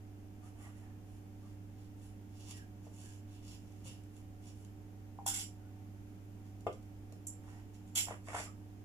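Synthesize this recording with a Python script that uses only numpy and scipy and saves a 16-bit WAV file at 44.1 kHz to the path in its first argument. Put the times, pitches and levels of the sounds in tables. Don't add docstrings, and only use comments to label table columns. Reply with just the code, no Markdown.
import sys
import numpy as np
from scipy import signal
from scipy.fft import rfft, irfft, next_fast_len
from scipy.io import wavfile
from scipy.ndimage import uniform_filter1d

SR = 44100
rng = np.random.default_rng(int(sys.argv[2]) if len(sys.argv) > 2 else 0)


def generate_wav(sig):
    pcm = np.round(np.clip(np.atleast_2d(sig).T, -1, 1) * 32767).astype(np.int16)
    wavfile.write(sys.argv[1], SR, pcm)


N = 389844
T = np.arange(N) / SR
RING_T = T[:SR // 2]

# freq_hz, rms_db, waver_db
HUM_PARTIALS = [(100.2, -52.5, 1), (183.1, -69, 4), (198.7, -67.5, 4), (230.3, -69, -1.5),
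                (299.6, -60.5, 0.9), (382.3, -76, 2), (423.7, -76.5, 0.5), (572, -80, 1), (726, -81, 5.5),
                (760.5, -79.5, 4.5), (900, -86.5, 6.5)]
# freq_hz, density_db
AIR_SPECTRUM = [(20, -2), (40, -4.5), (58, 2.5), (115, -6), (150, -13), (188, -4), (260, -4.5),
                (350, -11.5), (620, -20), (770, -19), (1050, -27), (3000, -33), (4000, -39), (6800, -36),
                (8700, -41.5), (10400, -39), (15000, -40)]
# peak_s, level_db, length_s
DIG_STROKES = [(.46, -67, .13), (.645, -63, 0.27), (.86, -68.5, 0.18), (1.49, -74, 0.22), (7.52, -65, 0.37),
               (7.99, -55.5, 0.11), (8.47, -59, 0.03)]
# peak_s, level_db, pitch_hz, half_length_s
SQUEAK_TONES = [(0.454, -65, 1230, 0.056), (0.652, -67.5, 1192, 0.1), (0.659, -61.5, 2020, 0.07),
                (.78, -69, 2010, .06), (0.879, -72, 1750, 0.13), (1.45, -70, 1183, 0.057),
                (2.595, -61.5, 1645, 0.087), (2.57, -64, 1890, 0.061), (3.073, -66, 1650, 0.12),
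                (5.661, -71, 1480, 0.1), (7.555, -69, 1900, .1), (8.481, -51.5, 1180, 0.016)]
# peak_s, level_db, length_s, emphasis_hz
RUB_STROKES = [(0.463, -72, 0.12, 9400), (.64, -67, 0.2, 10500), (0.787, -75.5, 0.22, 9500),
               (1.137, -76, 0.24, 10000), (1.477, -75.5, 0.25, 4500), (1.82, -76, 0.26, 4500),
               (2.054, -70, 0.22, 9000), (2.474, -64, 0.43, 5000), (2.507, -56.5, 0.074, 6000),
               (2.575, -65, 0.046, 9000), (2.856, -72, 0.11, 6000), (3.056, -64.5, 0.42, 7400),
               (3.344, -68, 0.2, 3900), (3.502, -60.5, 0.21, 4960), (3.71, -77.5, 0.76, 6000),
               (3.87, -55.5, 0.073, 7500), (3.92, -63.5, 0.21, 3300), (4.173, -74, 0.18, 9500),
               (4.474, -65, .17, 5700), (4.6, -74.5, 0.23, 9000), (6.472, -76.5, 0.12, 5440),
               (7.523, -74, 0.32, 6100), (7.751, -68, 0.046, 5700), (7.885, -72.5, 0.055, 7500)]
# start_s, level_db
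CLICK_HITS = [(2.508, -47), (3.868, -62), (4.036, -64), (4.165, -58), (4.648, -59), (6.607, -61),
              (6.668, -55), (6.828, -64), (7.123, -53)]
# start_s, level_db, contact_s
KNOCK_HITS = [(2.867, -40.5, 0.0011), (5.264, -49, 0.00037), (6.667, -24, 0.0003), (7.124, -42, 0.0013),
              (8.075, -44, 0.00019), (8.109, -37.5, 0.00014), (8.286, -44.5, 0.00029),
              (8.344, -36.5, 0.00018), (8.384, -48, 0.00016), (8.4, -40.5, 0.00017), (8.461, -51.5, .0002)]
# start_s, level_db
THUMP_HITS = [(3.856, -43), (6.668, -47), (8.079, -46)]
# start_s, level_db
ROCK_HITS = [(5.188, -43), (5.263, -36.5), (8.344, -44)]
# start_s, level_db, attack_s, hold_s, t60_s, resonance_hz, lift_db, treble_db
SCRAPE_STROKES = [(5.259, -44, 0.0039, 0.056, 0.22, 1530, 7, -2),
                  (5.336, -45, .005, 0.039, 0.13, 2200, 3.5, -6),
                  (5.385, -43, .004, 0.018, .14, 2600, 2, -6),
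                  (7.949, -37.5, 0.0075, 0.012, 0.27, 2630, 5.5, -2),
                  (7.966, -33.5, 0.0034, 0.016, .11, 2320, 9.5, -3),
                  (8.213, -51, 0.18, 0.046, 0.1, 2100, 14.5, -12)]
# start_s, level_db, low_hz, high_hz
CLINK_HITS = [(5.264, -31.5, 1100, 15700), (5.277, -31, 4600, 16000), (5.343, -40, 2500, 9000),
              (5.395, -43, 2200, 12000), (6.726, -55.5, 2200, 7700), (7.269, -33, 6660, 8800),
              (7.956, -30, 2400, 16000), (7.975, -33.5, 2000, 12000), (7.991, -37, 4500, 16000),
              (8.024, -47, 5500, 11000)]
# start_s, level_db, attack_s, hold_s, t60_s
DRAG_STROKES = [(8.068, -51, 0.0035, 0.066, 0.069), (8.261, -48.5, 0.027, 0.079, 0.13),
                (8.345, -46.5, .005, 0.045, 0.13)]
# freq_hz, density_db
FILLING_SPECTRUM = [(200, -17), (450, -3), (750, 3), (1100, -2.5), (1700, -1), (2200, -4), (3200, -13.5),
                    (4000, -27), (10000, -22.5), (15500, -73)]
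WRAPPER_SPECTRUM = [(300, -7), (1000, 2.5), (1700, -4.5), (2900, 11), (4000, -1.5), (5500, -1.5),
                    (8000, -6.5), (10500, -2.5), (12500, -11), (15000, -2.5)]
CLICK_SPECTRUM = [(500, -10), (3000, 3.5), (6000, -3), (10000, -5.5), (15000, -5.5)]
THUD_SPECTRUM = [(60, -40), (150, -26), (400, 13.5), (700, -3.5), (1300, 2), (1600, -19), (3200, -3.5),
                 (4000, -32), (15000, -25)]
STEEL_SPECTRUM = [(300, -18), (1100, -21), (1600, 0.5), (2200, -1), (2650, 3.5), (3250, 8.5), (3900, 0),
                  (5100, 1), (8000, 3), (11000, .5), (13000, 2.5), (15500, 3)]
# freq_hz, level_db, t60_s
PLATE_MODES = [(215, -2.5, 0.1), (283, 6, 0.12), (380, -3, 0.19), (461.7, 11, 0.11), (522, 6.5, 0.11),
               (616, 14.5, 0.049), (669, 14, 0.049), (1006, 5.5, 0.025), (1200, 6.5, 0.07),
               (1333, -10, .12), (2105, -1, 0.082), (2900, -10, 0.019), (3170, 4, 0.031)]
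TABLE_MODES = [(117.7, 12, 0.34), (132, 2, 0.17), (230, -25, .12), (524, 2, 0.15)]
STAND_MODES = [(790, 13.4, 0.19), (832, 4.6, .09), (905, 8.9, 0.11), (973, 7.5, 0.085), (1030, 2, 0.097)]
COLANDER_MODES = [(794, -8.5, 0.35), (1470, -10, 0.25), (2470, -6, 0.04), (2600, -3, 0.12),
                  (3360, 5, 0.083), (3273, 7, 0.08), (5100, -12, 0.1), (6680, -7, 0.08), (7190, -5, .09),
                  (7400, 2, 0.13), (9400, -12, 0.043), (10100, -6, 0.091), (11300, -3, 0.13)]
# freq_hz, left_db, right_db
PORT_RESPONSES = [(390, -7.5, -9.5), (890, 1.5, 0.5), (1870, -5.5, -0.5), (3220, -1, -1.5), (3940, -5, 0.5),
                  (5500, 3.5, 6.5), (6570, -7.5, 7.5), (7160, 1, 17), (7100, 0.5, 14.5), (8580, -2, 3.5),
                  (9700, 8.5, -8.5), (9970, 10.5, -2.5), (10930, 5.5, -2), (13600, -3, -8.5),
                  (15300, -7, -3)]


def undb(db):
    return 10 ** (np.asarray(db) / 20)


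def unit(x):
    return x / np.sqrt(np.mean(x ** 2))


def colour(x, spectrum):
    hz, db = np.transpose(spectrum)
    size = next_fast_len(x.shape[-1], True)
    bins_hz = np.maximum(np.fft.rfftfreq(size, 1 / SR), 1)
    gain = undb(np.interp(np.log(bins_hz), np.log(hz), db))
    return irfft(rfft(x, size) * gain, size)[..., :x.shape[-1]]


def convolve(x, response):
    return signal.oaconvolve(x, response)[:N]


def walk(rate_hz):
    return 1.2 * np.interp(T * rate_hz, np.arange(4096), rng.standard_normal(4096))


def fade(t60_s):
    return np.exp(-np.log(1000) * RING_T / t60_s)


def ring(modes):
    rms = np.sqrt(sum(undb(db) ** 2 for _, db, _ in modes) / 2)
    return sum(undb(db) * fade(t60_s) * np.sin(2 * np.pi * hz * RING_T) for hz, db, t60_s in modes) / rms


def burst(spectrum, t60_s):
    return unit(colour(rng.standard_normal(len(RING_T)), spectrum)) * fade(t60_s)


def slips(rate_hz, spread_db):
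    sizes = undb(spread_db * np.minimum(rng.exponential(size=N), 3)) * rng.choice([-1, 1], N)
    return unit(sizes * (rng.random(N) < rate_hz / SR))


def swell(peak_s, db, length_s, rise_share=0.53, speed_power=2.2):
    knots_s = [peak_s - rise_share * length_s, peak_s, peak_s + (1 - rise_share) * length_s]
    speed = np.sin(np.pi / 2 * np.interp(T, knots_s, [0, 1, 0]))
    return undb(db) * speed ** speed_power


def press(start_s, db, attack_s, hold_s, t60_s):
    build = np.sin(np.pi / 2 * np.clip((T - start_s) / attack_s, 0, 1)) ** 2
    released_s = np.maximum(T - start_s - attack_s - hold_s, 0)
    return undb(db) * build * np.exp(-np.log(1000) * released_s / t60_s)


def soften(blow, contact_s):
    pulse = RING_T * fade(contact_s * 2)
    return signal.fftconvolve(blow, pulse / pulse.sum())


def place(hits):
    out = np.zeros(N)
    for start_s, db, sound in hits:
        i = int(start_s * SR)
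        out[i:i + len(sound)] += undb(db) * sound[:N - i]
    return out


def whiten(response):
    spectrum = rfft(response)
    broad = np.sqrt(uniform_filter1d(np.abs(spectrum) ** 2, size=250))
    return irfft(spectrum / broad)[:len(response) // 2] * np.linalg.norm(response)


def appliance_hum(right_bias_db=4.0):
    hum = np.zeros(N)
    for hz, db, waver_db in HUM_PARTIALS:
        amplitude = np.sqrt(2) * undb(db + waver_db * np.tanh(walk(9)))
        hum += amplitude * np.sin(2 * np.pi * hz * T + 0.12 * waver_db * walk(8))
    return hum * undb([[-right_bias_db / 2], [right_bias_db / 2]])


def room_air(mid_db=-58, right_bias_db=0.56):
    mid, side = colour(rng.standard_normal((2, N)), AIR_SPECTRUM)
    side = colour(side, [(25, -7), (70, -10.5), (250, -8), (600, -0.5), (1500, 1.5), (4000, 0.5)])
    air = np.array([mid + side, mid - side]) / np.std(mid) * undb(mid_db + 0.15 * walk(2.3))
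    return air * undb([[-right_bias_db / 2], [right_bias_db / 2]])


def digging():
    force = slips(rate_hz=1100, spread_db=3.5) * undb(2.8 * np.tanh(walk(80)))
    return unit(colour(force, FILLING_SPECTRUM)) * sum(swell(*stroke) for stroke in DIG_STROKES)


def squeaking(pitch_wobble=0.037):
    drift = 1 + pitch_wobble * walk(220)
    out = np.zeros(N)
    for peak_s, db, hz, half_length_s in SQUEAK_TONES:
        near = np.abs(T - peak_s) < half_length_s
        envelope = np.cos(np.pi / 2 * (T[near] - peak_s) / half_length_s) ** 2
        out[near] += undb(db) * envelope * np.sin(2 * np.pi * np.cumsum(hz * drift[near]) / SR)
    return out


def rustling(gain_db=1.3, lift_db=5.5, crease_db=-6):
    force = slips(rate_hz=2200, spread_db=2.5) * undb(1.9 * np.tanh(walk(60)))
    creases = undb(crease_db) * slips(rate_hz=130, spread_db=4)
    friction = colour(force + creases, WRAPPER_SPECTRUM)
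    out = np.zeros(N)
    for peak_s, db, length_s, hz in RUB_STROKES:
        near = np.abs(T - peak_s) < length_s
        stroke = colour(friction[near], [(hz / 2, 0), (hz, lift_db), (hz * 2, 0)])
        out[near] += unit(stroke) * swell(peak_s, db + gain_db, length_s)[near]
    return out


def clicking():
    return place((start_s, db, burst(CLICK_SPECTRUM, t60_s=0.022)) for start_s, db in CLICK_HITS)


def knocking(thud_db=-2):
    hits = []
    for start_s, db, contact_s in KNOCK_HITS:
        blow = ring(PLATE_MODES) + undb(thud_db) * burst(THUD_SPECTRUM, t60_s=0.06)
        hits.append((start_s, db, soften(blow, contact_s)))
    return place(hits)


def thumping():
    return place((start_s, db, ring(TABLE_MODES)) for start_s, db in THUMP_HITS)


def rocking():
    landing = soften(ring(STAND_MODES), contact_s=0.0004)
    return place((start_s, db, landing) for start_s, db in ROCK_HITS)


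def scraping(modes_db=-13, grip_db=2.5):
    force = slips(rate_hz=1900, spread_db=4) * undb(np.tanh(walk(130)) + grip_db * np.tanh(walk(40)))
    modes = ring(COLANDER_MODES)
    body = undb(modes_db) * convolve(force, modes / np.linalg.norm(modes))
    wall, out = np.zeros((2, N))
    for _ in range(5):
        cluster = convolve(force * rng.choice([-1, 1], N), burst(STEEL_SPECTRUM, t60_s=0.018))
        wall += unit(cluster) * undb(6.8 * np.tanh(walk(30)))
    for *stroke, hz, lift_db, treble_db in SCRAPE_STROKES:
        resonance = [(0.7 * hz, 0), (0.88 * hz, lift_db), (1.15 * hz, lift_db), (1.35 * hz, 0)]
        shelf = [(10000, 0), (14000, treble_db)]
        out += (body + unit(colour(wall, resonance + shelf))) * press(*stroke)
    return out


def clinking(modes_db=-11):
    hits = []
    for start_s, db, low_hz, high_hz in CLINK_HITS:
        tap = burst(STEEL_SPECTRUM, t60_s=0.065) + undb(modes_db) * ring(COLANDER_MODES)
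        tap = signal.sosfilt(signal.butter(7, low_hz, "high", fs=SR, output="sos"), tap)
        tap = signal.sosfilt(signal.butter(2, high_hz, fs=SR, output="sos"), tap)
        hits.append((start_s, db, tap))
    return place(hits)


def dragging(judder_hz=62.1, rate_spread=0.15, depth_db=15):
    catch_phase = np.cumsum(judder_hz * (1 + rate_spread * walk(40))) / SR % 1
    judder = slips(rate_hz=3100, spread_db=3) * undb(-depth_db * catch_phase)
    return unit(colour(judder, FILLING_SPECTRUM)) * sum(press(*stroke) for stroke in DRAG_STROKES)


def room(x, t60_s=0.22, tail_db=-5, scatter_db=-2, wall_s=0.011, wall_db=-15.5):
    mid, side = rng.standard_normal((2, len(RING_T)))
    side = colour(side, [(250, -12), (700, -5.5), (1500, 2.5)])
    channels = []
    for noise in (mid + side, mid - side):
        tail = noise * fade(t60_s) * (1 - fade(0.069))
        scatter = burst([(400, -14), (1200, 0), (15000, 0)], t60_s=0.014)
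        response = undb(tail_db) * tail / np.linalg.norm(tail)
        response += undb(scatter_db) * scatter / np.linalg.norm(scatter)
        response[0] += 0.72
        response[int(wall_s * SR) + rng.integers(12)] += undb(wall_db)
        channels.append(convolve(x, whiten(response)))
    return channels


def scene():
    friction = scraping() + digging() + dragging() + rustling()
    work = friction + clicking() + squeaking() + clinking() + rocking() + knocking() + thumping()
    left, right = room(work)
    ports = np.array(PORT_RESPONSES)
    at_phone = np.array([colour(left, ports[:, [0, 1]]), colour(right, ports[:, [0, 2]])])
    return at_phone + appliance_hum() + room_air()


def record(dry):
    cutoff_hz = 15400
    return signal.sosfilt(signal.ellip(10, 0.2, 80, cutoff_hz, fs=SR, output="sos"), dry)


dry = scene()
out = record(dry)
generate_wav(out)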